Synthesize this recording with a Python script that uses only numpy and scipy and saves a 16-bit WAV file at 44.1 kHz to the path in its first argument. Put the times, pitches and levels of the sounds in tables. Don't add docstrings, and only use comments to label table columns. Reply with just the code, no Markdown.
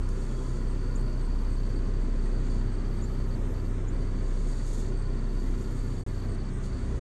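import sys
import numpy as np
from scipy import signal
from scipy.fft import rfft, irfft, next_fast_len
from scipy.io import wavfile
from scipy.ndimage import uniform_filter1d

SR = 44100
rng = np.random.default_rng(int(sys.argv[2]) if len(sys.argv) > 2 else 0)


def to_wav(s):
    ch = np.atleast_2d(s).T
    pcm = np.round(np.clip(ch, -1, 1) * 32767)
    wavfile.write(sys.argv[1], SR, pcm.astype(np.int16))


N = 313110
TIME = np.arange(N) / SR


def from_db(db):
    return 10 ** (np.asarray(db) / 20)


def rms_one(x):
    return x / np.sqrt(np.mean(x ** 2) + 1e-20)


def in_time(rows):
    seconds, *columns = np.transpose(rows)
    return [np.interp(TIME, seconds, column) for column in columns]


def swells(rows):
    power = 0
    for middle, half_s, level_db in rows:
        bell = np.exp(-((TIME - middle) / half_s) ** 2)
        power = power + from_db(level_db) ** 2 * bell
    return np.sqrt(power)


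def drift(rate):
    step = 40
    settle = 2000
    pole = np.exp(-2 * np.pi * rate * step / SR)
    steps = rng.standard_normal(N // step + settle + 2)
    slow = signal.lfilter([1], [1, -2 * pole, pole * pole], steps)[settle:]
    return np.interp(np.arange(N) / step, np.arange(len(slow)), rms_one(slow))


def coloured(x, spectrum):
    hz, level_db = np.transpose(spectrum)
    size = next_fast_len(N)
    bins = np.maximum(np.fft.rfftfreq(size, 1 / SR), 1)
    gain = from_db(np.interp(np.log(bins), np.log(hz), level_db, left=-60, right=-60))
    return rms_one(irfft(rfft(x, size) * gain, size)[:N])


def air(spectrum):
    return coloured(rng.standard_normal(N), spectrum)


def narrow_noise(hz, width_hz):
    r = np.exp(-np.pi * width_hz / SR)
    poles = [1, -2 * r * np.cos(2 * np.pi * hz / SR), r * r]
    return rms_one(signal.lfilter([1, 0, -1], poles, rng.standard_normal(N)))


def tone(hz):
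    turns = np.cumsum(hz) / SR + rng.random()
    return np.sqrt(2) * np.sin(2 * np.pi * turns)


def glide(from_hz, to_hz, length_s, bend=1):
    u = np.linspace(0, 1, int(length_s * SR))
    swell = np.sqrt(np.abs(np.sin(np.pi * u)))
    return swell * tone(from_hz + (to_hz - from_hz) * u ** bend)


def add(track, s, sound):
    at = max(round(s * SR) - len(sound) // 2, 0)
    track[at:at + len(sound)] += sound[:max(N - at, 0)]


def fan(blade_hz, levels_db, slip, offsets, flutter_db, flutter_rate, in_step_s=1.77):
    # time in seconds,
    # level change in dB on blade harmonics 1, 2, 3, 4, 5, 6, then on all higher ones.
    standing_waves = [(0.0, 0, 1.5, 4, 0, -1, -4, -1.5), (.35, 0, -2, -12, 0.5, -3, -5.5, -0.5),
                      (.8, 0, 0, 1.5, 4, -14, -1.5, 0), (1.35, -.2, 4, -7, 1.5, -12, -0.5, -4),
                      (1.7, -1, 1.5, 0, -2.5, 0, -1.5, -1.5), (2.2, 0.5, -1, -3.5, -9, -3, 2.5, 0),
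                      (2.7, 1, -4.5, 2, 1, 3, 1, 0), (3.2, 0, 3.5, .5, -0.5, 2, 2.5, 0.5),
                      (3.75, -2, -13, 4.5, -4, 4, -7, -2), (4.25, -1, -5, 0.5, -1, -2, 1, -3),
                      (4.5, -1.5, -3.5, -12, -6.5, 0, -13, -3), (4.8, -2, -11, 2.5, -1.5, -1, -7, -2),
                      (5.45, 1, -2, -4, 2, 0, 4, 0.5), (6.0, -4, -10, 3, 2.5, 1, -7, -0.5),
                      (6.3, -3, 3, 4.5, 1.5, -1, 0.5, -2.5), (6.48, -6, -6, 0, -0.5, -3, 4.5, -4),
                      (6.85, -6, 8, -2, 3, -6, 3, -1)]
    standing_db = in_time(standing_waves)
    passes = blade_hz * (TIME - in_step_s) + slip
    out = np.zeros(N)
    for k, level_db in enumerate(levels_db):
        place_db = standing_db[min(k, len(standing_db) - 1)]
        flutter = flutter_db * drift(flutter_rate) if k else 0
        harmonic = np.sqrt(2) * np.sin(2 * np.pi * ((k + 1) * passes + offsets[k]))
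        out += from_db(level_db + place_db + flutter) * harmonic
    return out


def fans(near_hz=31.85, next_hz=31.48, wander_hz=0.028, mains_hz=120, mains_db=-49):
    # blade-pass multiple, near fan level in dB, next fan level in dB, before standing waves.
    blade_orders = [(1, -27.5, -42), (2, -42, -68), (3, -40, -66), (4, -46, -48.5), (5, -54.5, -63),
                    (6, -49, -82), (7, -49.5, -55.5), (8, -49.5, -61.5), (9, -55, -74), (10, -60, -65.5),
                    (11, -53, -60.5), (12, -57.5, -60.5), (13, -64, -65), (14, -65, -65)]
    _, near_db, next_db = np.transpose(blade_orders)
    slip = np.cumsum(wander_hz * drift(0.5)) / SR
    offsets = rng.random(len(near_db))
    near = fan(near_hz, near_db, slip, offsets, flutter_db=0.24, flutter_rate=6.7)
    neighbour = fan(next_hz, next_db, slip, offsets, flutter_db=0.5, flutter_rate=0.99)
    motors = from_db(mains_db) * tone(np.full(N, mains_hz))
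    return near + neighbour + motors


def reflected(x, sway_s=0.00019, sway_rate=0.73, wall_cut_hz=3500):
    # mean delay in seconds, strength as a gain.
    echoes = [(.00212, 0.2), (.00302, .1), (.00685, 0.04), (.00893, 0.31), (.0101, 0.18)]
    dulled = signal.sosfilt(signal.butter(2, wall_cut_hz, fs=SR, output="sos"), x)
    out = x
    for delay, strength in echoes:
        arrival = TIME - delay - sway_s * drift(sway_rate)
        out = out + strength * np.interp(arrival, TIME, dulled)
    return out


def airflow(blade_hz=31.85, chop=0.02, third_chop=0.023, gust_db=0.65, hiss_db=-64,
            duct_hz=1080, duct_width_hz=380, duct_swell_db=0.7, ring_swell_db=2.5):
    # frequency in Hz, relative level in dB per Hz.
    rumble_colour = [(16, -16.5), (30, 9.5), (42, 5), (65, 5), (100, 0), (145, 0), (180, -3.5), (215, -3),
                     (270, -2.5), (325, -8.5), (390, -4), (450, -11), (560, -15), (750, -23.5), (1200, -64)]
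    rush_colour = [(400, -26), (650, -0.5), (800, -2), (900, -1), (1200, 1), (1500, -3.5), (1900, -4.5),
                   (2300, -9), (2700, -13), (3600, -13.5), (4000, -15), (4800, -21.5), (8000, -46)]
    hiss_colour = [(2500, 4.5), (3700, 5), (4200, -8), (5000, 7), (5800, 10), (6300, 13), (7200, 10.5),
                   (7700, 11.5), (8800, 10), (9500, 1), (10300, -46), (12500, -42)]
    # time in seconds, rumble level in dB before its drift.
    rumble_level = [(0.1, -38), (1.0, -37), (2.0, -37), (3.2, -37), (4.3, -36), (5.6, -38), (6.3, -37.5),
                    (6.9, -37.5)]
    # time in seconds,
    # rush in dB and duct ring in dB before reflections, change of the housing's ring in dB.
    air_path = [(.1, -60, -55, 1), (.7, -57, -55.5, 2), (1.4, -55.5, -58, 0.5), (2.4, -53, -73, 0),
                (3.3, -54.5, -60, -0.5), (4.1, -54, -68, -.5), (5.0, -54.5, -79.5, -2),
                (6.9, -53.5, -76, -2)]
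    # frequency in Hz, width in Hz, rms in dB before that change.
    housing_modes = [(501.3, 23, -62), (613, 28, -68.5), (881, 13, -68.5), (993, 40, -67.5),
                     (1040, 12, -68.5), (1343, 55, -77), (1447, 19, -69), (1700, 47, -74.5),
                     (1980, 45, -76)]
    rumble_db, = in_time(rumble_level)
    rush_db, duct_db, housing_db = in_time(air_path)
    once_a_pass = chop * tone(np.full(N, blade_hz))
    thrice_a_pass = third_chop * tone(np.full(N, 3 * blade_hz))
    chopped = 1 + once_a_pass + thrice_a_pass
    rumble = from_db(rumble_db + 0.97 * drift(6.1)) * air(rumble_colour)
    rush = from_db(rush_db + gust_db * drift(25)) * air(rush_colour)
    duct_gain = from_db(duct_db + duct_swell_db * drift(8.9))
    duct = duct_gain * narrow_noise(duct_hz, duct_width_hz)
    housing = np.zeros(N)
    for hz, width_hz, level_db in housing_modes:
        ring_db = level_db + housing_db + ring_swell_db * drift(2.5)
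        housing += from_db(ring_db) * narrow_noise(hz, width_hz)
    hiss = from_db(hiss_db + 0.5 * drift(6.9)) * air(hiss_colour)
    return (rumble + housing) * chopped + reflected((rush + duct) * chopped + hiss)


def buffets():
    # middle in seconds, half length in seconds, level in dB.
    thumps = [(.06, .07, -41.5), (6.53, .012, -35), (6.66, .02, -37), (6.83, .13, -41.5)]
    # frequency in Hz, relative level in dB per Hz.
    thump_colour = [(25, -6), (50, 17), (85, 16), (160, -13)]
    return swells(thumps) * air(thump_colour)


def high_cricket(top_hz=8480, bottom_hz=8000, stroke_s=0.007, period_s=0.0125, count=5,
                 blur_db=-5, ring_hz=8250, ring_width_hz=260):
    # middle in seconds, mean stroke level in dB.
    buzzes = [(0.021, -67), (.23, -63), (.47, -66), (.71, -61.5), (.985, -59), (1.24, -62), (1.53, -61),
              (1.781, -67.5), (2.029, -70), (2.27, -66), (2.52, -68), (2.749, -63), (2.99, -64),
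              (3.46, -69), (3.72, -67), (3.95, -68), (4.5, -61), (5.0, -60), (5.78, -62), (6.01, -62),
              (6.075, -63), (6.321, -59.5), (6.56, -59.5), (6.82, -67)]
    stroke_times = period_s * (np.arange(count) - (count - 1) / 2)
    out = np.zeros(N)
    for middle, buzz_db in buzzes:
        for s in middle + stroke_times:
            pitch = 1 + 0.008 * rng.standard_normal()
            note = glide(top_hz * pitch, bottom_hz * pitch, stroke_s)
            add(out, s + rng.normal(0, 0.00092), from_db(buzz_db + rng.normal(0, 1.2)) * note)
    lingering = np.sqrt(np.abs(uniform_filter1d(out ** 2, size=900)))
    return out + from_db(blur_db) * lingering * narrow_noise(ring_hz, ring_width_hz)


def near_cricket(top_hz=4740, bottom_hz=4190, stroke_s=0.0135, ring_s=0.0066, direct_db=-1, blur_gain_db=2):
    # first stroke in seconds, number of wing strokes, stroke period in seconds,
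    # mean stroke level in dB before direct_db.
    chirps = [(0.023, 3, 0.016, -62.5), (0.086, 3, 0.016, -63), (0.146, 3, 0.016, -64),
              (0.221, 2, 0.017, -62), (0.267, 3, 0.016, -64), (0.328, 3, 0.0165, -61),
              (0.39, 3, 0.0165, -62), (0.451, 4, 0.0165, -61.5), (0.53, 7, 0.016, -60.5),
              (0.654, 3, 0.016, -60.0), (0.715, 3, 0.016, -60.5), (0.779, 7, 0.017, -58.5),
              (0.913, 3, 0.016, -58), (0.979, 5, 0.016, -58), (1.064, 6, 0.017, -57.5),
              (1.181, 3, 0.017, -58), (1.25, 3, 0.017, -57), (1.305, 4, 0.018, -57.5),
              (1.388, 3, 0.0165, -57.5), (1.452, 6, 0.017, -58.5), (1.568, 3, 0.0165, -57),
              (1.634, 3, 0.0165, -58), (1.696, 3, 0.0165, -58), (1.761, 3, 0.016, -58),
              (1.824, 6, 0.017, -60.5), (1.939, 3, 0.017, -62.0), (2.002, 5, 0.017, -62.5),
              (2.098, 3, 0.016, -62), (2.16, 3, 0.0165, -61), (2.226, 4, 0.018, -60.5),
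              (2.315, 4, 0.017, -61.0), (2.385, 1, 0.017, -65), (2.414, 4, 0.018, -62),
              (2.502, 4, 0.018, -59.0), (2.582, 3, 0.0165, -60), (2.646, 4, 0.0165, -61),
              (2.723, 3, 0.0165, -60.5), (2.786, 3, 0.0165, -59.5), (2.849, 3, 0.0165, -58.5),
              (2.913, 3, 0.016, -58.5), (2.974, 3, 0.017, -58.5), (3.042, 4, 0.0165, -60),
              (3.121, 3, 0.016, -59), (3.174, 4, 0.016, -60), (3.243, 2, 0.016, -61.0),
              (3.309, 3, 0.017, -60), (3.545, 4, 0.0185, -64.5), (3.649, 2, 0.0175, -63.5),
              (3.927, 2, 0.018, -64), (3.961, 1, 0.014, -65), (3.992, 3, 0.0175, -64),
              (4.057, 3, 0.016, -65), (4.112, 1, 0.017, -66), (4.135, 5, 0.017, -64),
              (4.231, 4, 0.0165, -65), (4.31, 3, 0.016, -64), (4.37, 7, 0.0165, -61.5),
              (4.5, 3, 0.016, -59), (4.564, 6, 0.017, -59.5), (4.677, 3, 0.016, -60.5),
              (4.738, 7, 0.016, -60.5), (4.861, 3, 0.0165, -60.0), (4.924, 5, 0.0175, -60.5),
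              (5.022, 4, 0.0165, -58.5), (5.101, 3, 0.016, -60.5), (5.163, 3, 0.016, -61),
              (5.225, 3, 0.016, -62.5), (5.29, 3, 0.0165, -61), (5.353, 4, 0.016, -60),
              (5.422, 5, 0.0165, -61.0), (5.519, 3, 0.0165, -62), (5.582, 3, 0.016, -62),
              (5.645, 3, 0.016, -59), (5.705, 3, 0.016, -60.0), (5.773, 4, 0.016, -59),
              (5.842, 3, 0.017, -58.5), (5.907, 3, 0.016, -59), (5.969, 2, 0.016, -58),
              (6.007, 2, 0.018, -55), (6.086, 3, 0.0165, -57.5), (6.148, 4, 0.0165, -57),
              (6.222, 3, 0.0165, -57), (6.287, 5, 0.017, -58), (6.388, 3, 0.016, -57),
              (6.453, 3, 0.018, -58), (6.64, 3, 0.019, -60), (6.7, 1, 0.017, -65), (6.728, 2, 0.018, -59.5),
              (6.767, 2, 0.018, -61.5), (6.811, 4, 0.017, -66), (6.89, 6, 0.018, -68)]
    # time in seconds, blurred ring in dB relative to the strokes, before blur_gain_db.
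    song_blur = [(.3, -2), (1.3, -11), (1.7, -7), (2.5, -1), (2.9, -9), (3.3, -5), (3.6, 0), (4.1, 1),
                 (4.6, -5.5), (5.4, -4), (6.4, -13), (6.8, 2)]
    # frequency in Hz, relative level in dB per Hz.
    song_colour = [(4050, -30), (4250, -9), (4450, -4.5), (4610, 3), (4730, -6), (4880, -29)]
    out = np.zeros(N)
    for start, count, period_s, chirp_db in chirps:
        for s in start + period_s * np.arange(round(count)):
            pitch = 1 + 0.0059 * rng.standard_normal()
            note = glide(top_hz * pitch, bottom_hz * pitch, stroke_s, bend=1.4)
            add(out, s, from_db(chirp_db + rng.normal(0, 0.5)) * note)
    keep = np.exp(-1 / (ring_s * SR))
    lingering = np.sqrt(signal.lfilter([1 - keep], [1, -keep], out ** 2 + 1e-18))
    blur_db, = in_time(song_blur)
    blur = from_db(blur_db + blur_gain_db) * lingering * air(song_colour)
    return from_db(direct_db) * out + blur


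def flake(snap_s=0.089, level_db=-50, t60_s=0.029):
    age = TIME - snap_s
    decay = from_db(level_db - 60 * np.clip(age / t60_s, 0, 2)) * (age > 0)
    return decay * air([(4000, -22.5), (5500, 15), (10500, 9), (12000, -28)])


def rubbing(grains_per_s=6000, spread_db=2.0, fine_db=-17):
    # middle in seconds, half length in seconds,
    # level in dB before drift and powder.
    rubs = [(.26, 0.15, -60.5), (.51, 0.092, -61), (2.27, 0.045, -66), (2.51, 0.09, -61),
            (4.03, 0.024, -65), (4.3, 0.1, -63), (4.56, 0.13, -57), (4.69, 0.037, -57),
            (4.78, 0.077, -54.5), (5.57, 0.18, -63.5), (5.901, 0.23, -63), (6.65, 0.025, -59),
            (6.86, 0.25, -64)]
    # frequency in Hz, relative level in dB per Hz.
    dust_colour = [(2000, -47), (3500, 1.5), (5000, -3), (6000, 1), (6800, 8), (7600, 2.5), (8800, 1),
                   (9600, -3), (10400, -38), (12000, -34.5), (13000, -52)]
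    powder_colour = [(9000, -13), (10200, -5), (11600, 1), (12600, -5.5)]
    pressure = swells(rubs)
    sizes = from_db(spread_db * np.minimum(rng.exponential(1, N), 4)) * rng.choice([-1, 1], N)
    grains = sizes * (rng.random(N) < grains_per_s / SR)
    hardness = pressure / pressure.max()
    powder = from_db(fine_db) * hardness * coloured(grains, powder_colour)
    return pressure * from_db(1.0 * drift(14)) * (coloured(grains, dust_colour) + powder)


def whistle(hz=3330, width_hz=25):
    # middle in seconds, half length in seconds, level in dB.
    whistles = [(.335, 0.06, -66), (.48, .06, -70), (.6, 0.032, -72)]
    return swells(whistles) * narrow_noise(hz, width_hz)


def high_hiss(edge_s=0.08, flutter_db=2):
    # start in seconds, end in seconds, level in dB before flutter.
    hiss_stretches = [(.9, 1.78, -81.5), (2.874, 3.72, -76), (5.28, 6.27, -75)]
    # frequency in Hz, relative level in dB per Hz.
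    high_hiss_colour = [(10700, -34), (11150, 15), (11800, 7), (12500, -6)]
    level = np.zeros(N)
    for start, end, stretch_db in hiss_stretches:
        inside_s = np.minimum(TIME - start, end - TIME)
        level += from_db(stretch_db) * np.clip(inside_s / edge_s + 0.5, 0, 1)
    return level * from_db(flutter_db * drift(20)) * air(high_hiss_colour)


def shed(x, t60_s):
    t = TIME[:SR // 2]
    tail = rng.standard_normal(len(t)) * from_db(-60 * t / t60_s)
    return signal.fftconvolve(x, tail / np.sqrt(np.sum(tail ** 2)))[:N]


def squeaks(roughness_rate=260, room_db=-9):
    # middle in seconds, level in dB before roughening, start in Hz, end in Hz, length in seconds.
    squeak_notes = [(0.96, -52.5, 6400, 7500, 0.024), (3.037, -55, 6700, 7400, 0.038),
                    (3.887, -58.5, 6500, 7400, 0.031), (5.617, -59, 6300, 7600, 0.028)]
    out = np.zeros(N)
    for s, level_db, from_hz, to_hz, length_s in squeak_notes:
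        add(out, s, from_db(level_db) * glide(from_hz, to_hz, length_s))
    out = out * drift(roughness_rate)
    return out + from_db(room_db) * shed(out, t60_s=0.2)


def scene():
    machines = fans() + airflow() + buffets()
    crickets = high_cricket() + near_cricket()
    hand = flake() + rubbing()
    return (machines + crickets + hand + whistle() + high_hiss() + squeaks())[None]


def record(dry, cutoff_hz=12600):
    # start of silence in seconds, its end in seconds, length of the fade before it in seconds.
    silences = [(6.037, 6.064, .045), (6.995, 7.2, .012)]
    live = np.ones(N)
    for start, end, fade_s in silences:
        fade = np.sqrt(np.clip((start - TIME) / fade_s, 0, 1))
        live = live * np.where(TIME < end, fade, 1)
    gated = dry * uniform_filter1d(live, size=30)
    return signal.sosfilt(signal.ellip(10, 0.1, 80, cutoff_hz, fs=SR, output="sos"), gated)


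dry = scene()
out = record(dry)
to_wav(out)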